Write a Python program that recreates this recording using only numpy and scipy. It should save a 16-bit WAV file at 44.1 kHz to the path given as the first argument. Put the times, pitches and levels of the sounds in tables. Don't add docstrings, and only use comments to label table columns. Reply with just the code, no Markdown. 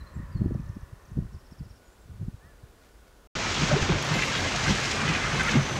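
import sys
import numpy as np
from scipy import signal
from scipy.fft import rfft, irfft, next_fast_len
from scipy.io import wavfile
from scipy.ndimage import uniform_filter1d

SR = 44100
rng = np.random.default_rng(int(sys.argv[2]) if len(sys.argv) > 2 else 0)


def output_pcm(signal):
    pcm = np.clip(np.atleast_2d(signal).T, -1, 1) * 32767
    wavfile.write(sys.argv[1], SR, np.round(pcm).astype(np.int16))


N = 255339
TIME = np.arange(N) / SR
CLIFF_END_S, BOAT_START_S = 3.274, 3.352

# frequency_hz, level_db
FAR_SEA_SPECTRUM = [(20, -9), (52, 4), (85, -10.5), (150, -15.5), (370, -14), (560, -16.5), (700, -19.5),
                    (1200, -22.5), (1700, -25.5), (2100, -29), (5000, -32.5), (10000, -36), (15500, -41)]
RUSTLE_SPECTRUM = [(500, -2), (1700, 0), (3000, -8), (6000, -11), (11000, -24)]
WIND_SPECTRUM = [(20, -9), (45, 2), (75, 6.5), (165, -4), (230, -13.5), (300, -34), (400, -30), (500, -42),
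                 (1000, -64)]
FLUTTER_SPECTRUM = [(180, -10), (250, -4), (310, -0.5), (380, -4), (470, -21), (800, -23.5), (1500, -46)]
# pitch_hz, width_hz, level_db
FAR_TONE = (1462, 45, -72.5)
# start_s, length_s, level_db
RUSTLES = [(2.79, .13, -63), (2.98, .015, -62), (3.066, .02, -60)]
# time_s, level_db
CHORUS_LEVEL = [(0, -57), (.25, -55.5), (.6, -58.5), (1, -62), (1.4, -65), (1.9, -79.5), (3.27, -76)]
# pitch_hz, width_hz, level_db
GULL_THROATS = [(570, 170, -2.5), (1073, 380, 1), (1270, 200, -7), (1740, 260, -1), (2590, 100, -13)]
# pitch_multiple, level_db
GULL_HARMONICS = [(2, -4), (3, 0.5), (4, -16)]
# start_s, length_s, start_hz, middle_hz, end_hz, level_db
GULL_CRIES = [(2.392, .1, 535, 615, 662, -62.5), (2.445, .1, 535, 584, 525, -62.5)]
YELPS = [(.17, 0.085, 1810, 1890, 1880, -58), (.58, 0.03, 2430, 2530, 2480, -62),
         (1.038, .035, 2280, 2460, 2330, -69)]
WHISTLES = [(0, .028, 4380, 4000, 4020, -62), (.06, .04, 4340, 4140, 4600, -62),
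            (.137, .026, 7850, 7480, 7700, -60), (.162, .024, 7700, 8000, 8300, -73),
            (.315, 0.092, 5000, 4400, 4200, -62), (.42, .08, 4270, 4330, 4310, -78),
            (1.842, .055, 7150, 6800, 6970, -69), (1.895, .06, 7050, 7280, 7420, -75),
            (1.98, .07, 7500, 7620, 7700, -75)]
# start_s, note_count, spacing_s, note_length_s, start_hz, middle_hz, end_hz, level_db
TRILLS = [(.54, 11, .0298, .009, 6700, 5700, 4900, -65.5), (.99, 8, .0305, .009, 6800, 5900, 5100, -67),
          (1.325, 8, .0607, .016, 5150, 5450, 5850, -66), (1.337, 8, .0607, .02, 5900, 5250, 4400, -63)]
# peak_s, level_db, rise_s, fall_s
GUSTS = [(.02, -33, 0.041, 0.051), (.18, -38, 0.097, 0.25), (.44, -25, 0.19, 0.29),
         (1.19, -28, 0.091, 0.12), (1.35, -37.5, .07, 0.062), (1.62, -34.5, 0.063, 0.11),
         (2.11, -39.5, 0.075, 0.09), (2.24, -33, 0.089, 0.086), (2.46, -48.5, 0.073, 0.12)]
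# peak_s, level_db, pitch_hz
EDDIES = [(.168, -22.5, 127), (0.203, -20.5, 125), (.361, -20.5, 115), (0.418, -11, 153), (.461, -15, 217),
          (0.51, -23, 322), (0.521, -18.5, 189), (0.55, -30.5, 452), (.558, -19.5, 133), (0.599, -24, 173),
          (0.7, -23.5, 100), (.77, -24, 180), (0.836, -27.5, 85), (.935, -31, 96), (1.12, -27.5, 105),
          (1.173, -18, 158), (1.179, -26, 298), (1.19, -14.5, 150), (1.226, -24, 118), (1.524, -35.5, 186),
          (1.611, -29.5, 163), (2.217, -21, 113), (2.284, -20.5, 156), (2.345, -31.5, 96),
          (2.639, -37.5, 105)]

# frequency_hz, level_db
HULL_SPECTRUM = [(25, -32), (45, 3.5), (70, -7), (100, -1), (170, -5), (260, -6), (400, -10), (900, -78)]
WASH_SPECTRUM = [(120, -66), (280, -1), (500, 0), (800, -0.5), (1300, -1), (2200, -4), (3300, -9),
                 (5000, -25), (9000, -53)]
FOAM_SPECTRUM = [(1200, -15), (2400, -0.5), (3400, -1), (5000, -2.5), (6600, -4), (7500, -10.5),
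                 (8800, -24), (10500, -34.5), (15000, -40)]
SPRAY_SPECTRUM = [(5000, 1), (8000, 14), (10500, -1.5), (13000, -12), (15500, -20)]
SHOWER_SPECTRUM = [(7000, -6), (9500, 2), (12500, -1), (14000, -13), (15500, -17)]
COLONY_SPECTRUM = [(400, -15), (800, -10), (1200, -3), (1600, -0.5), (2300, -3.5), (3200, -6), (4500, -33),
                   (7000, -28)]
# peak_s, level_db, length_s
WAVES = [(3.626, -25.5, .15), (3.732, -26.5, 0.28), (3.823, -30, 0.22), (3.927, -24, 0.24),
         (4.17, -27.5, 0.21), (4.455, -30.5, 0.29), (4.705, -24.5, 0.21), (5.09, -30.5, 0.76),
         (5.395, -31, 0.78), (5.563, -23, 0.16), (5.78, -36, .15)]
# pitch_hz, width_hz, level_db
HULL_RESONANCES = [(87.3, 10.7, 6.5), (141, 30, 5), (210, 22, -1)]
# time_s, level_db
FOAM_LEVEL = [(3.37, -35), (3.56, -32.5), (3.69, -31.5), (3.77, -36), (3.84, -33), (3.94, -37.5),
              (4.14, -33.5), (4.55, -34.5), (4.7, -33), (5.25, -37), (5.54, -35.5), (5.59, -41.5),
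              (5.67, -38), (5.79, -41.5)]
SPRAY_LEVEL = [(3.37, -74), (3.64, -60), (3.93, -72), (4.1, -58), (4.7, -54), (4.95, -52.5), (5.15, -56),
               (5.5, -53.5), (5.62, -60), (5.79, -57)]
COLONY_LEVEL = [(3.37, -30), (3.95, -35), (4.15, -32), (4.5, -30.5), (4.85, -31), (5.1, -28), (5.55, -29.5),
                (5.79, -41)]
# start_s, length_s, level_db
SHOWERS = [(4.02, 0.091, -60), (4.115, 0.084, -55), (4.18, 0.16, -59), (4.34, .11, -59), (4.55, .42, -65)]
SPLASHES = [(3.815, 0.018, -30), (4.556, 0.013, -28), (4.632, .018, -30.5), (4.673, 0.049, -30.5),
            (4.85, 0.016, -30.5), (4.907, 0.018, -27), (5.506, 0.018, -30)]
# start_s, length_s, pitch_hz, width_hz, level_db
FOAM_RING = (4.98, 2.5, 6100, 220, -42.5)
# start_s, level_db
DROPS = [(4.0245, -24), (4.0464, -28), (4.6699, -35), (4.9134, -34), (5.433, -25), (5.4621, -30)]
# start_s, glide_s, start_hz, end_hz, level_db
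GLUGS = [(3.625, 0.04, 165, 200, -18.5), (3.711, 0.032, 564, 660, -16), (3.721, 0.078, 144, 165, -16.5),
         (3.759, 0.034, 374, 487, -18.5), (3.823, 0.012, 90, 70, -15), (3.892, 0.026, 408, 290, -16),
         (3.898, 0.035, 205, 104, -15), (4.106, .055, 153, 144, -18), (4.703, 0.041, 217, 184, -16),
         (5.085, 0.071, 169, 140, -18), (5.55, 0.04, 240.5, 195, -13), (5.565, 0.083, 152.6, 127, -15)]
# start_s, length_s, pitch_hz, throat_hz, level_db
CACKLES = [(3.53, 0.054, 482, 3000, -41), (3.885, 0.047, 470, 3270, -38), (4.181, 0.025, 530, 1760, -28.5),
           (4.212, 0.037, 330.7, 2130, -26.5), (4.328, 0.067, 474, 3100, -33),
           (4.662, 0.034, 536, 1590, -30), (4.992, 0.052, 476, 2300, -36.5), (5.072, 0.03, 500, 2160, -31),
           (5.114, 0.063, 487, 2280, -32.5), (5.321, 0.055, 438, 1920, -36.5), (5.33, .08, 501, 3950, -42),
           (5.391, 0.031, 513, 1620, -26.5), (5.471, 0.024, 463.4, 1420, -28.5),
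           (5.483, 0.021, 437, 2080, -28), (5.514, 0.015, 508, 2700, -36), (5.52, 0.052, 536, 2070, -35.5)]


def from_db(db):
    return 10 ** (np.asarray(db) / 20)


def unit_power(x):
    return x / np.sqrt(np.mean(x ** 2) + 1e-20)


def even_out(x):
    power = uniform_filter1d(x ** 2, size=SR // 3)
    return x / np.sqrt(np.abs(power) + 1e-4 * power.mean())


def add(out, start_s, sound):
    at = int(start_s * SR)
    part = sound[max(-at, 0):max(N - at, 0)]
    out[max(at, 0):max(at, 0) + len(part)] += part


def level_curve(rows):
    times, levels = np.transpose(rows)
    return from_db(np.interp(TIME, times, levels))


def swell_at(peak_s, rise_s, fall_s):
    away = np.maximum((peak_s - TIME) / rise_s, (TIME - peak_s) / fall_s)
    return from_db(-20 * np.minimum(away, 10))


def bursts(rows):
    out = np.zeros(N)
    for start_s, length_s, db in rows:
        add(out, start_s, from_db(db) * np.sqrt(np.hanning(int(length_s * SR))))
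    return out


def colour(x, spectrum):
    hz, db = np.transpose(spectrum)
    size = next_fast_len(N)
    log_hz = np.log(np.arange(size // 2 + 1) * SR / size + 1)
    beyond = np.abs(log_hz - np.clip(log_hz, np.log(hz[0]), np.log(hz[-1])))
    gain = from_db(np.interp(log_hz, np.log(hz), db) - 20 * beyond)
    return unit_power(irfft(rfft(x, size) * gain, size)[:N])


def noise(spectrum):
    return colour(rng.standard_normal(N), spectrum)


def drift(rate_hz):
    step, warm_up = 40, 2000
    memory = np.exp(-2 * step * np.pi * rate_hz / SR)
    kicks = rng.standard_normal(N // step + warm_up + 2)
    slow = signal.lfilter([1], [1, -2 * memory, memory * memory], kicks)[warm_up:]
    return np.interp(np.arange(N) / step, np.arange(len(slow)), unit_power(slow))


def resonate(x, hz, width_hz):
    decay = np.exp(-np.pi * width_hz / SR)
    feed = np.array([1, 0, -1]) * (1 - decay * decay) / 2
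    feedback = [1, -2 * decay * np.cos(2 * np.pi * hz / SR), decay * decay]
    return signal.lfilter(feed, feedback, x + 1e-18)


def clicks(per_s, spread_db):
    sizes = from_db(spread_db * np.minimum(rng.exponential(1, N), 4)) * rng.choice([-1, 1], N)
    return sizes * (rng.random(N) < per_s / SR)


def glide(length_s, start_hz, middle_hz, end_hz):
    progress = np.linspace(0, 1, max(int(length_s * SR), 8))
    bend = np.polyfit([0, .5, 1], [start_hz, middle_hz, end_hz], 2)
    hz = np.polyval(bend, progress)
    return 2 * np.pi * np.cumsum(hz) / SR, np.sqrt(np.abs(np.sin(np.pi * progress)))


def pure_notes(rows):
    out = np.zeros(N)
    for start_s, *shape, db in rows:
        phase, swell = glide(*shape)
        add(out, start_s, from_db(db) * swell * np.sin(phase))
    return out


def rock_echoes(x, fade_s, echo_db):
    tail = rng.standard_normal(SR) * (rng.random(SR) < .02) * from_db(-60 * TIME[:SR] / fade_s)
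    return x + from_db(echo_db) * signal.fftconvolve(x, tail / np.linalg.norm(tail))[:N]


def far_sea(level_db=-54.5):
    return from_db(level_db) * noise(FAR_SEA_SPECTRUM)


def far_tone():
    hz, width_hz, db = FAR_TONE
    return from_db(db) * unit_power(resonate(rng.standard_normal(N), hz, width_hz))


def rustle():
    return bursts(RUSTLES) * colour(clicks(1500, spread_db=3), RUSTLE_SPECTRUM)


def far_yelps(hoarse_db=4):
    flicker = unit_power(from_db(hoarse_db * drift(150)) * np.cos(drift(60)))
    return rock_echoes(pure_notes(YELPS) * flicker, fade_s=.5, echo_db=-10)


def gull_chorus(count=150, blur_db=11, waver_db=-.3):
    flock = np.zeros(N)
    for when, length, pitch in rng.random((count, 3)):
        hz = 440 + 200 * pitch
        phase, swell = glide(.15 + .25 * length, .92 * hz, hz, .93 * hz)
        cry = swell * sum(np.sin(k * phase) for k in range(1, 6))
        add(flock, (CLIFF_END_S + .5) * when - .5, cry)
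    flock = unit_power(flock) + from_db(blur_db) * rng.standard_normal(N)
    throats = np.zeros(N)
    for hz, width_hz, db in GULL_THROATS:
        ringing = resonate(resonate(flock, hz, width_hz), hz, width_hz)
        throats += from_db(db + waver_db * drift(1.2)) * ringing
    return level_curve(CHORUS_LEVEL) * even_out(rock_echoes(throats, fade_s=1, echo_db=-10))


def gull_cries():
    cries = np.zeros(N)
    for start_s, *shape, cry_db in GULL_CRIES:
        phase, swell = glide(*shape)
        overtones = sum(from_db(cry_db + db) * np.sin(k * phase) for k, db in GULL_HARMONICS)
        add(cries, start_s, swell * overtones)
    return rock_echoes(cries, fade_s=.58, echo_db=-10)


def songbird(uneven_db=1.3, flutter_db=3.3):
    notes = list(WHISTLES)
    for start_s, count, spacing_s, *shape, db in TRILLS:
        for k in range(round(count)):
            notes.append((start_s + k * spacing_s, *shape, db + uneven_db * rng.normal()))
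    song = pure_notes(notes) * from_db(flutter_db * drift(50))
    return rock_echoes(song, fade_s=.52, echo_db=-6)


def wind(rumble_db=-1, flutter_db=-14, eddy_db=-1, lumpy_db=3, puff_db=-12.5, puff_s=.0089):
    power = sum((from_db(db) * swell_at(peak_s, rise_s, fall_s)) ** 2
                for peak_s, db, rise_s, fall_s in GUSTS)
    power *= from_db(lumpy_db * np.clip(drift(25), -2, 1)) ** 2
    lead_s = .05
    t = TIME[:SR // 10] - lead_s
    thumps = np.zeros(N)
    for peak_s, db, hz in EDDIES:
        phase = 2 * np.pi * hz * t
        swing = np.cos(phase + rng.uniform(0, 2 * np.pi)) / np.cosh(np.clip(phase / 1.75, -20, 20))
        add(thumps, peak_s - lead_s, from_db(db + eddy_db) * swing)
        add(power, peak_s - lead_s, from_db(db + puff_db) ** 2 * np.exp(-(t / puff_s) ** 2))
    gust = np.sqrt(power)
    rumble = from_db(rumble_db) * noise(WIND_SPECTRUM)
    brightness = np.sqrt(gust / gust.max())
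    flutter = from_db(flutter_db) * brightness * noise(FLUTTER_SPECTRUM)
    return thumps + gust * (rumble + flutter)


def wave_strength(rest_db=-36, rise_share=.61):
    power = sum((from_db(db) * swell_at(peak_s, rise_share * length_s, (1 - rise_share) * length_s)) ** 2
                for peak_s, db, length_s in WAVES)
    return np.sqrt(1 + power / from_db(rest_db) ** 2)


def hull_boom(waves, rest_db=-36):
    push = noise(HULL_SPECTRUM)
    ringing = sum(from_db(db) * resonate(push, hz, width_hz) for hz, width_hz, db in HULL_RESONANCES)
    return from_db(rest_db) * waves * unit_power(push + ringing)


def wash(waves, rest_db=-35, bubble_db=-3, follow=.32):
    bubbles = sum(resonate(clicks(35, spread_db=4), hz, width_hz=hz / 16)
                  for hz in np.geomspace(350, 4500, num=26))
    churn = noise(WASH_SPECTRUM) + from_db(bubble_db) * colour(bubbles, WASH_SPECTRUM)
    return from_db(rest_db) * waves ** follow * churn


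def foam_and_spray(surge_db=.8, spray_db=2):
    fizz = colour(clicks(9000, spread_db=1.5), FOAM_SPECTRUM) * from_db(surge_db * drift(53))
    mist = from_db(spray_db) * colour(clicks(5000, spread_db=2.5), SPRAY_SPECTRUM)
    showers = bursts(SHOWERS) * colour(clicks(6000, spread_db=2.5), SHOWER_SPECTRUM)
    return level_curve(FOAM_LEVEL) * fizz + level_curve(SPRAY_LEVEL) * mist + showers


def foam_ring():
    start_s, length_s, hz, width_hz, db = FOAM_RING
    ring = unit_power(resonate(rng.standard_normal(N), hz, width_hz))
    return bursts([(start_s, length_s, db)]) * ring


def drops_and_splashes(drop_db=-6, fade_s=.016, pitch_hz=7500, width_hz=4500, splash_db=-1):
    spatter = np.zeros(N)
    t = TIME[:SR // 20]
    for start_s, db in DROPS:
        add(spatter, start_s, from_db(db + drop_db - 60 * t / fade_s) * rng.standard_normal(len(t)))
    spatter = resonate(resonate(spatter, pitch_hz, width_hz), pitch_hz, 2 * width_hz)
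    return spatter + from_db(splash_db) * bursts(SPLASHES) * noise(FOAM_SPECTRUM)


def glugs(gain_db=-2.7, rise_share=.23):
    out = np.zeros(N)
    for start_s, glide_s, start_hz, end_hz, db in GLUGS:
        progress = TIME[:int(2 * glide_s * SR)] / glide_s
        hz = np.interp(progress, [0, 1], [start_hz, end_hz])
        phase = 2 * np.pi * np.cumsum(hz) / SR
        swell = (progress / rise_share * np.exp(1 - progress / rise_share)) ** 2
        add(out, start_s, from_db(db + gain_db) * swell * np.sin(phase))
    return out


def gannet_call(length_s, pitch_hz, throat_hz, rattle_hz=78, width_hz=850):
    wobble, rasp = rng.standard_normal((2, SR // 4))
    t = TIME[:int(min(length_s, .2) * SR)]
    arch = np.abs(np.sin(np.pi * t / t[-1]))
    wobble = unit_power(uniform_filter1d(wobble, size=128))[:len(t)]
    hz = pitch_hz * (.985 + .02 * arch + .016 * wobble)
    pulses = np.diff(np.floor(np.cumsum(hz) / SR), prepend=0)
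    rattle = 1 + .55 * np.sin(2 * np.pi * (rattle_hz * t + rng.random()))
    buzz = (unit_power(pulses) + .25 * rasp[:len(t)]) * rattle
    voice = resonate(resonate(buzz, throat_hz, width_hz), throat_hz, 2 * width_hz)
    return unit_power(voice) * np.sqrt(arch)


def gannet_crowd(gain_db=-5.5, count=36):
    crowd = np.zeros(N)
    for bird, (pitch, throat, pace, distance) in enumerate(rng.random((count, 4))):
        first_s = BOAT_START_S - .5 + 3 * (bird + rng.random()) / count
        spacing_s = .15 + .1 * pace
        pitch_hz, throat_hz = 340 + 220 * pitch, 1050 * 2 ** (1.34 * throat)
        for k in range(4):
            call = gannet_call(rng.uniform(.055, .11), pitch_hz * rng.uniform(1, 1.04), throat_hz)
            add(crowd, first_s + k * spacing_s, from_db(-8 * distance) * call)
    crowd = colour(rock_echoes(crowd, fade_s=.7, echo_db=-6), COLONY_SPECTRUM)
    return from_db(gain_db) * level_curve(COLONY_LEVEL) * even_out(crowd)


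def near_gannets(gain_db=.8):
    calls = np.zeros(N)
    for start_s, length_s, pitch_hz, throat_hz, db in CACKLES:
        add(calls, start_s, from_db(db + gain_db) * gannet_call(length_s, pitch_hz, throat_hz))
    return rock_echoes(calls, fade_s=.4, echo_db=-12)


def scene(fade_s=.002):
    clifftop = far_sea() + wind() + gull_chorus() + gull_cries() + far_tone()
    clifftop += songbird() + far_yelps() + rustle()
    waves = wave_strength()
    water = hull_boom(waves) + wash(waves) + foam_and_spray()
    water += glugs() + drops_and_splashes() + foam_ring()
    boat = water + gannet_crowd() + near_gannets()
    fade_out = np.clip((CLIFF_END_S - TIME) / fade_s, 0, 1)
    fade_in = np.clip((TIME - BOAT_START_S) / fade_s, 0, 1)
    mono = clifftop * fade_out + boat * fade_in
    return np.array([mono, mono])


def record(dry, cutoff_hz=15700):
    return signal.sosfilt(signal.ellip(12, .1, 90, cutoff_hz, fs=SR, output="sos"), dry)


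dry = scene()
out = record(dry)
output_pcm(out)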